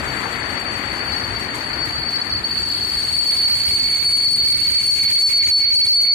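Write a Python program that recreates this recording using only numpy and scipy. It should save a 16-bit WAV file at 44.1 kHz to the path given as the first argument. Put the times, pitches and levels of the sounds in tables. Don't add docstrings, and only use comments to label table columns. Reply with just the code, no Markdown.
import sys
import numpy as np
from scipy import signal
from scipy.fft import next_fast_len
from scipy.io import wavfile
from scipy.ndimage import uniform_filter1d

SR = 44100
rng = np.random.default_rng(int(sys.argv[2]) if len(sys.argv) > 2 else 0)


def waveform_to_disk(signal):
    frames = np.transpose(np.atleast_2d(signal))
    scaled = np.clip(frames, -1, 1) * 32767
    samples = np.round(scaled).astype(np.int16)
    wavfile.write(sys.argv[1], SR, samples)


def gain_from_decibels(decibels):
    exponent = np.asarray(decibels, float) / 20
    return 10 ** exponent


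N = 271052
CEILING_DB = -11


def evened(x):
    return x / np.sqrt(np.mean(x ** 2) + 1e-20)


def along(rows, t):
    s, *columns = np.transpose(rows)
    return np.array([np.interp(t, s, c) for c in columns])


def grid(size):
    hop = size // 4
    return np.arange(N // hop + 5) * hop / SR, np.fft.rfftfreq(size, 1 / SR)


def drift(span):
    x = rng.standard_normal((N, 2)).T
    for _ in range(2):
        x = uniform_filter1d(x, span, axis=1)
    return evened(x)


def bumps(events, value):
    t, out = np.arange(N) / SR, np.zeros((2, N))
    for (s, side, _, length), height in zip(events, value):
        near = slice(max(int((s - 2 * length) * SR), 0), int((s + 2 * length) * SR))
        out[int(round(side)), near] += height * np.exp(-np.log(16) * ((t[near] - s) / length) ** 2)
    return out


def noise(gain, same, size):
    a, b, c, d = rng.standard_normal((gain.shape[2], gain.shape[1], 4)).T
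    same = np.clip(same, 0, 1)
    left = a + 1j * b
    right = same * left + np.sqrt(1 - same ** 2) * (c + 1j * d)
    z = np.array([left, right]) * gain
    return signal.istft(z, nperseg=size, noverlap=size * 3 // 4)[1][:, :N]


def bed(colour, run, same, patchy_db, flicker_db, edge_db, lift_db, size):
    t, hz = grid(size)
    f, *sides = np.transpose(colour)
    shape_db = np.array([np.interp(np.log(hz + 1), np.log(f), side) for side in sides])
    shape_db -= edge_db * np.maximum(np.log2((hz + 1) / f[-1]), 0)
    shape_db -= edge_db * np.maximum(np.log2(f[0] / (hz + 1)), 0)
    patches = rng.standard_normal((len(t), len(hz))).T
    patches = evened(uniform_filter1d(uniform_filter1d(patches, 12, axis=0), 10, axis=1))
    flicker = evened(uniform_filter1d(rng.standard_normal(len(t)), 3))
    gain_db = shape_db[:, :, None] + patchy_db * patches + flicker_db * flicker
    level_db, pan_db = run
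    sides_db = level_db + lift_db + np.array([pan_db, -pan_db]) / 2
    return evened(noise(gain_from_decibels(gain_db), same, size)) * gain_from_decibels(sides_db)


def running_gear(start_db, halving_loss_db, turned_db, turned_pan_db):
    # t/s, speed/0-1 of line speed, phone turned back along the train/0-1
    ride = [
        (0, 0.97, 0),
        (1.5, 0.87, 0),
        (2.6, 0.67, 0.06),
        (3.4, .58, 0.34),
        (4.6, .46, 0.12),
        (5.3, 0.45, 0.59),
        (6.15, 0.35, .99),
    ]
    speed, turned = along(ride, np.arange(N) / SR)
    level_db = start_db + halving_loss_db * np.log2(np.maximum(speed, 0.05)) + turned_db * turned
    return level_db, turned_pan_db * turned


def rumble():
    # f/Hz, left level/dB per Hz, right level/dB per Hz
    colour = [(25, -26, -24), (52, -2.5, 2.5), (95.7, 11, 5), (153, 0.5, -5.5), (263, -1, -10.5),
              (397, -2.5, -13.5), (570, -20, -21.5), (844, -16.5, -22)]
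    run = running_gear(start_db=-36.5, halving_loss_db=0, turned_db=-8.5, turned_pan_db=0)
    hz = grid(size=2048)[1][:, None]
    alike = 0.9 - 0.5 / (1 + (hz / 45) ** 4)
    return bed(colour, run, alike, patchy_db=1.3, flicker_db=1.7, edge_db=6.5, lift_db=1.0, size=2048)


def rolling_roar():
    # f/Hz, left level/dB per Hz, right level/dB per Hz
    colour = [(234, -1, -5.5), (510, -6.5, -13.5), (875, -3.5, -11), (1430, -2, -16.5), (1975, 0.9, -21),
              (2730, -9, -23.5), (3660, -15.5, -23.5), (5260, -32.5, -65), (5820, -25, -26.5)]
    run = running_gear(start_db=-28, halving_loss_db=14.5, turned_db=6, turned_pan_db=-12)
    hz = grid(size=512)[1][:, None]
    alike = 1.03 / (1 + (hz / 1100) ** 2)
    roar = bed(colour, run, alike, patchy_db=0.9, flicker_db=0.42, edge_db=21, lift_db=4.0, size=512)
    roar[0] = np.roll(roar[0], 9)
    return roar


def rattles():
    # t/s, peak level/dB, t60/s
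    bursts = [
        (0.1795, -39, 0.08),
        (0.3237, -36, 0.072),
        (0.4893, -40, 0.099),
        (0.5965, -31, 0.068),
        (0.7292, -36, 0.08),
        (1.3957, -29, 0.087),
        (1.5524, -29, 0.079),
        (1.555, -27, 0.024),
        (1.8542, -32, 0.08),
        (2.5052, -45, 0.08),
    ]
    # f/Hz, width/Hz, level/dB
    modes = [(5900, 640, -13), (7530, 570, 6), (8460, 460, -0.5), (11000, 1600, -6)]
    t = np.arange(N) / SR
    envelope = gain_from_decibels(-44.0 - 4.9 * t + 1.9 * drift(900)[0])
    for s, peak_db, t60 in bursts:
        attack = np.clip((t - s) / 0.003, 0, 1)
        envelope = envelope + gain_from_decibels(peak_db - 8.5 - 60 * np.maximum(t - s, 0) / t60) * attack
    frames, hz = grid(size=256)
    colour = sum(gain_from_decibels(db) / (1 + (2 * (hz - f_hz) / width) ** 2) for f_hz, width, db in modes)
    sides = gain_from_decibels(np.array([-8.5, 0]))[:, None, None]
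    gain = colour[None, :, None] * sides * np.ones(len(frames))
    return evened(noise(gain, 0.14, size=256)) * envelope


def brake_rub():
    # f/Hz, left level/dB per Hz, right level/dB per Hz
    colour = [(1500, -8, -14), (2800, -1, -11), (3600, -4, -6), (4100, 0, 0), (4900, -2, -1),
              (5300, -12, -10), (6200, -13, -9), (7400, -15, -7), (8200, -15, -5), (9600, -12, -7),
              (10400, -16, -12), (12400, -12, -16), (14000, -15, -25)]
    # t/s, level/dB
    contact = [(0, -51.5), (.36, -49), (.4, -68), (1.2, -52.5), (2.1, -53.5), (2.42, -51), (2.55, -45),
               (3.4, -40.5), (4.4, -43), (5.3, -38.5), (5.68, -43.5), (5.85, -41.5), (6.05, -43),
               (6.15, -49)]
    # t/s, peak level/dB
    grabs = [
        (.5, -51),
        (.6, -56),
        (.77, -53),
        (.93, -51.5),
        (1.09, -64),
        (1.19, -66),
        (1.4, -56),
        (1.55, -47.5),
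        (1.86, -48.5),
        (2.11, -50.5),
    ]
    rise_s, fall_db_per_s = 0.015, 120
    t = np.arange(N) / SR
    level = gain_from_decibels(along(contact, t)[0])
    for s, peak_db in grabs:
        swell = np.clip(1 + (t - s) / rise_s, 0, 1)
        level = level + gain_from_decibels(peak_db - fall_db_per_s * np.maximum(t - s, 0)) * swell
    run = 20 * np.log10(level), np.zeros(N)
    return bed(colour, run, same=0.041, patchy_db=2.0, flicker_db=0.0, edge_db=45, lift_db=9.5, size=512)


def partials(table, hz, mode_hz, spread, level_db):
    total = 0
    for multiple, left_db, right_db, blur in table:
        sides_db = np.array([left_db, right_db])[:, None, None]
        distance_hz = abs(hz[:, None] - multiple * mode_hz)
        total = total + gain_from_decibels(sides_db + level_db - spread / blur * distance_hz / 100)
    return total


def squeal():
    # t/s, left level/dB, right level/dB
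    drive = [(0.0, -33, -38), (0.6, -28, -36), (0.9, -28.5, -37), (1.2, -24, -30.5), (1.5, -29.5, -33.5),
             (1.8, -25.5, -30), (2.4, -21.5, -24), (2.7, -21.5, -25), (3.0, -20.5, -27.5),
             (3.3, -15.5, -20), (3.6, -18, -14.5), (3.9, -16.5, -18.5), (4.4, -14, -17.5), (4.8, -20, -17),
             (5.2, -11.5, -18.5), (5.7, -19.5, -15), (6.0, -15.5, -10), (6.15, -20.5, -16)]
    # t/s, pitch fall-off/dB per 100 Hz, narrow core level/dB, overtone level/dB
    braking = [(0, 12.5, -7.5, -19.5), (1.5, 11, -3, -24.5), (2.4, 14.5, -6, -35), (3.0, 6.5, 3, -18),
               (3.8, 16.5, 4, -19), (4.5, 13.5, 5, -17.5), (5.0, 13.5, 4, -15), (5.6, 22, 6, -19.5),
               (6.15, 26.5, 15.5, -15.5)]
    # t/s, f/Hz
    disc_mode = [(0, 4500), (1.5, 4497), (2.5, 4485), (3.1, 4464), (3.9, 4464), (4.6, 4456), (5.1, 4450),
                 (6.15, 4456)]
    # multiple of the disc mode, left level/dB, right level/dB, blur factor
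    half_mode = [
        (.5, 0, -9, 0.49),
        (.5, -4.5, -17, 4.45),
        (1.5, -14, -10.5, 1.27),
        (1.5, -29, -17, 8.7),
    ]
    overtones = [
        (2, -13, -2.5, 1.96),
        (2, -27, -13, 5),
        (3, -16.5, -24.5, 1.4),
        (3, -23, -30, 6.9),
    ]
    # t/s, level/dB
    half_growth = [(0, -69), (2.8, -57), (3.6, -43.5), (3.95, -40.5), (4.3, -45.5), (4.75, -41.5),
                   (5.02, -36.5), (5.45, -35), (5.65, -39), (6.1, -37), (6.15, -41)]
    # t/s, microphone (0 left, 1 right), level over the ceiling/dB, length/s
    surges = [(3.148, 0, 13, 0.0067), (3.464, 0, 18, 0.0083), (4.077, 0, 11, 0.014), (4.27, 1, 6, 0.012),
              (4.391, 0, 7, 0.0051), (4.419, 1, 10, 0.0092), (4.549, 1, 10, 0.013), (4.64, 0, 5, 0.027),
              (4.677, 1, 9.5, 0.014), (4.772, 0, 10, 0.013), (4.773, 1, 13, 0.019), (4.86, 0, 8, 0.045),
              (4.931, 0, 11, 0.067), (5.004, 1, 9.5, 0.034), (5.086, 1, 9.5, 0.077), (5.144, 0, 19, 0.017),
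              (5.171, 1, 16.5, 0.016), (5.255, 1, 5, 0.086), (5.257, 0, 17, 0.067), (5.345, 1, 13, 0.027),
              (5.36, 0, 5.5, 0.054), (5.401, 1, 10.5, 0.056), (5.457, 0, 13, 0.014), (5.512, 1, 10, 0.031),
              (5.552, 0, 16, 0.053), (5.671, 1, 17.5, 0.085), (5.777, 0, 15.5, 0.053), (5.912, 0, 6.5, 0.1),
              (6.027, 0, 9, 0.03), (6.112, 1, 16, 0.021)]
    # t/s, microphone (0 left, 1 right), depth/dB, length/s
    lulls = [(0.04, 0, 15, 0.024), (2.266, 1, 7, 0.043), (2.423, 0, 12, 0.018), (2.477, 1, 10, 0.011),
             (3.066, 0, 4, 0.015), (3.336, 0, 3, 0.036), (3.785, 0, 13, 0.013), (4.001, 0, 20, 0.033),
             (4.204, 1, 8, 0.0087), (4.596, 0, 13, 0.017), (4.642, 1, 18, 0.0069), (4.738, 0, 18, 0.0097),
             (4.972, 1, 11, 0.02), (5.283, 1, 6, 0.016), (5.316, 0, 7, 0.042), (5.664, 0, 20, 0.005),
             (4.872, 0, 11, .006), (5.008, 0, 8, .008), (5.05, 0, 8, 0.0073), (5.088, 0, 13, 0.0074),
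             (5.635, 0, 12, .008), (5.865, 0, 8, 0.0091), (6.061, 0, 14, .014), (5.111, 1, 11, 0.0069),
             (5.379, 1, 8, .006), (5.479, 1, 12, .007), (5.597, 1, 14, 0.011), (5.7, 1, 7, 0.0057),
             (5.861, 1, 12, .012), (2.425, 1, 9, 0.022)]
    surge_db, lull_db = np.array(surges)[:, 2], np.array(lulls)[:, 2]

    frames, hz = grid(size=4096)
    mode_hz = along(disc_mode, frames)[0]
    spread, core_db, over_db = along(braking, frames)
    main = partials([(1, 0, 0, 1)], hz, mode_hz, spread, 0)
    main = main + partials([(1, 0, 0, 0.25)], hz, mode_hz, spread, core_db)
    power = np.sqrt(np.mean(main[0] ** 2, axis=0))
    many = noise(main / power, 0.22, size=4096)
    half = noise(partials(half_mode, hz, mode_hz, spread, 0), 0.054, size=4096)
    over = noise(partials(overtones, hz, mode_hz, spread, over_db) / power, 0.05, size=4096)

    t = np.arange(N) / SR
    drive_db = along(drive, t)
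    tone_hz = along(disc_mode, t)[0] + 5.0 * drift(1500)[0] + 3.0 * drift(2500)
    tone = np.sin(2 * np.pi * np.cumsum(tone_hz, axis=1) / SR)
    steady = gain_from_decibels(drive_db + along(braking, t)[1] - 9.5)
    lock = steady + bumps(surges, gain_from_decibels(CEILING_DB - 5.0 + surge_db))
    lull = gain_from_decibels(-bumps(lulls, 1.7 * lull_db))
    wheels = (evened(many) * gain_from_decibels(drive_db + 2.0) + tone * lock) * lull

    choke_db = 0.3 * bumps(surges, surge_db)[0]
    half = evened(half) * gain_from_decibels(along(half_growth, t) + 7.5 - choke_db)
    grip = gain_from_decibels(drive_db.mean(0) + 4.5) / np.std(many)
    return wheels + half + over * grip * gain_from_decibels(1.5 * drift(630)[0])


def scene():
    return rumble() + rolling_roar() + rattles() + brake_rub() + squeal()


def limiter(dry):
    envelope_db = 20 * np.log10(abs(signal.hilbert(dry, next_fast_len(N))[:, :N]) + 1e-9)
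    fall = np.arange(N) * 1100.0 / SR
    held_db = np.maximum.accumulate(envelope_db + fall, axis=1) - fall
    over_db = uniform_filter1d(np.maximum(held_db - CEILING_DB, 0), size=40, axis=1)
    low = signal.oaconvolve(dry, signal.firwin(255, 5150, fs=SR)[None], "same")
    treble = dry - low
    treble_db = np.array([[0.32, 0.44], [0.011, 0.83]]) @ over_db
    low -= uniform_filter1d(low, size=1100, axis=1)
    return low * gain_from_decibels(-over_db) + treble * gain_from_decibels(-treble_db)


def thinned_treble(x):
    # t/s, threshold against the local mean/dB
    starved = [(0, -1), (2.4, -.2), (3.6, 2), (4.7, 2.5), (4.95, -2), (6.15, -3.5)]
    hz, t, z = signal.stft(x, SR, nperseg=2048, noverlap=1024)
    power, hz = abs(z) ** 2, hz[:, None]
    band_db = 10 * np.log10(uniform_filter1d(power, size=16, axis=1) + 1e-20)
    shade = (hz > 4950) & (hz < 6300)
    local_db = uniform_filter1d(band_db[:, shade[:, 0]].mean(1, keepdims=True), size=25, axis=2)
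    patchy = shade & (band_db < local_db + along(starved, t) + 0.5)
    fine = uniform_filter1d(power, size=4, axis=1)
    around = uniform_filter1d(uniform_filter1d(power, size=12, axis=1), size=9, axis=2)
    faint = (hz > 6300) & (fine < 0.5 * around)
    both_db = band_db.mean(0)
    usual_db = uniform_filter1d(uniform_filter1d(both_db, size=5, axis=1), size=70, axis=0)
    sparse = (hz > 9700) & (both_db < usual_db - 1.9)
    jitter = rng.standard_normal((1, len(t))).clip(-2, 1.5)
    top = hz > 14420 - 75 * t + 150 * jitter
    kept = np.where(patchy | faint | sparse | top, 0.002, 1)
    return signal.istft(z * kept, nperseg=2048, noverlap=1024)[1][:, :N]


def roll_off(x):
    return signal.sosfilt(signal.butter(12, 14430, fs=SR, output="sos"), x)


def record(dry):
    mix = thinned_treble(limiter(dry))
    return roll_off(mix)


dry = scene()
out = record(dry)
waveform_to_disk(out)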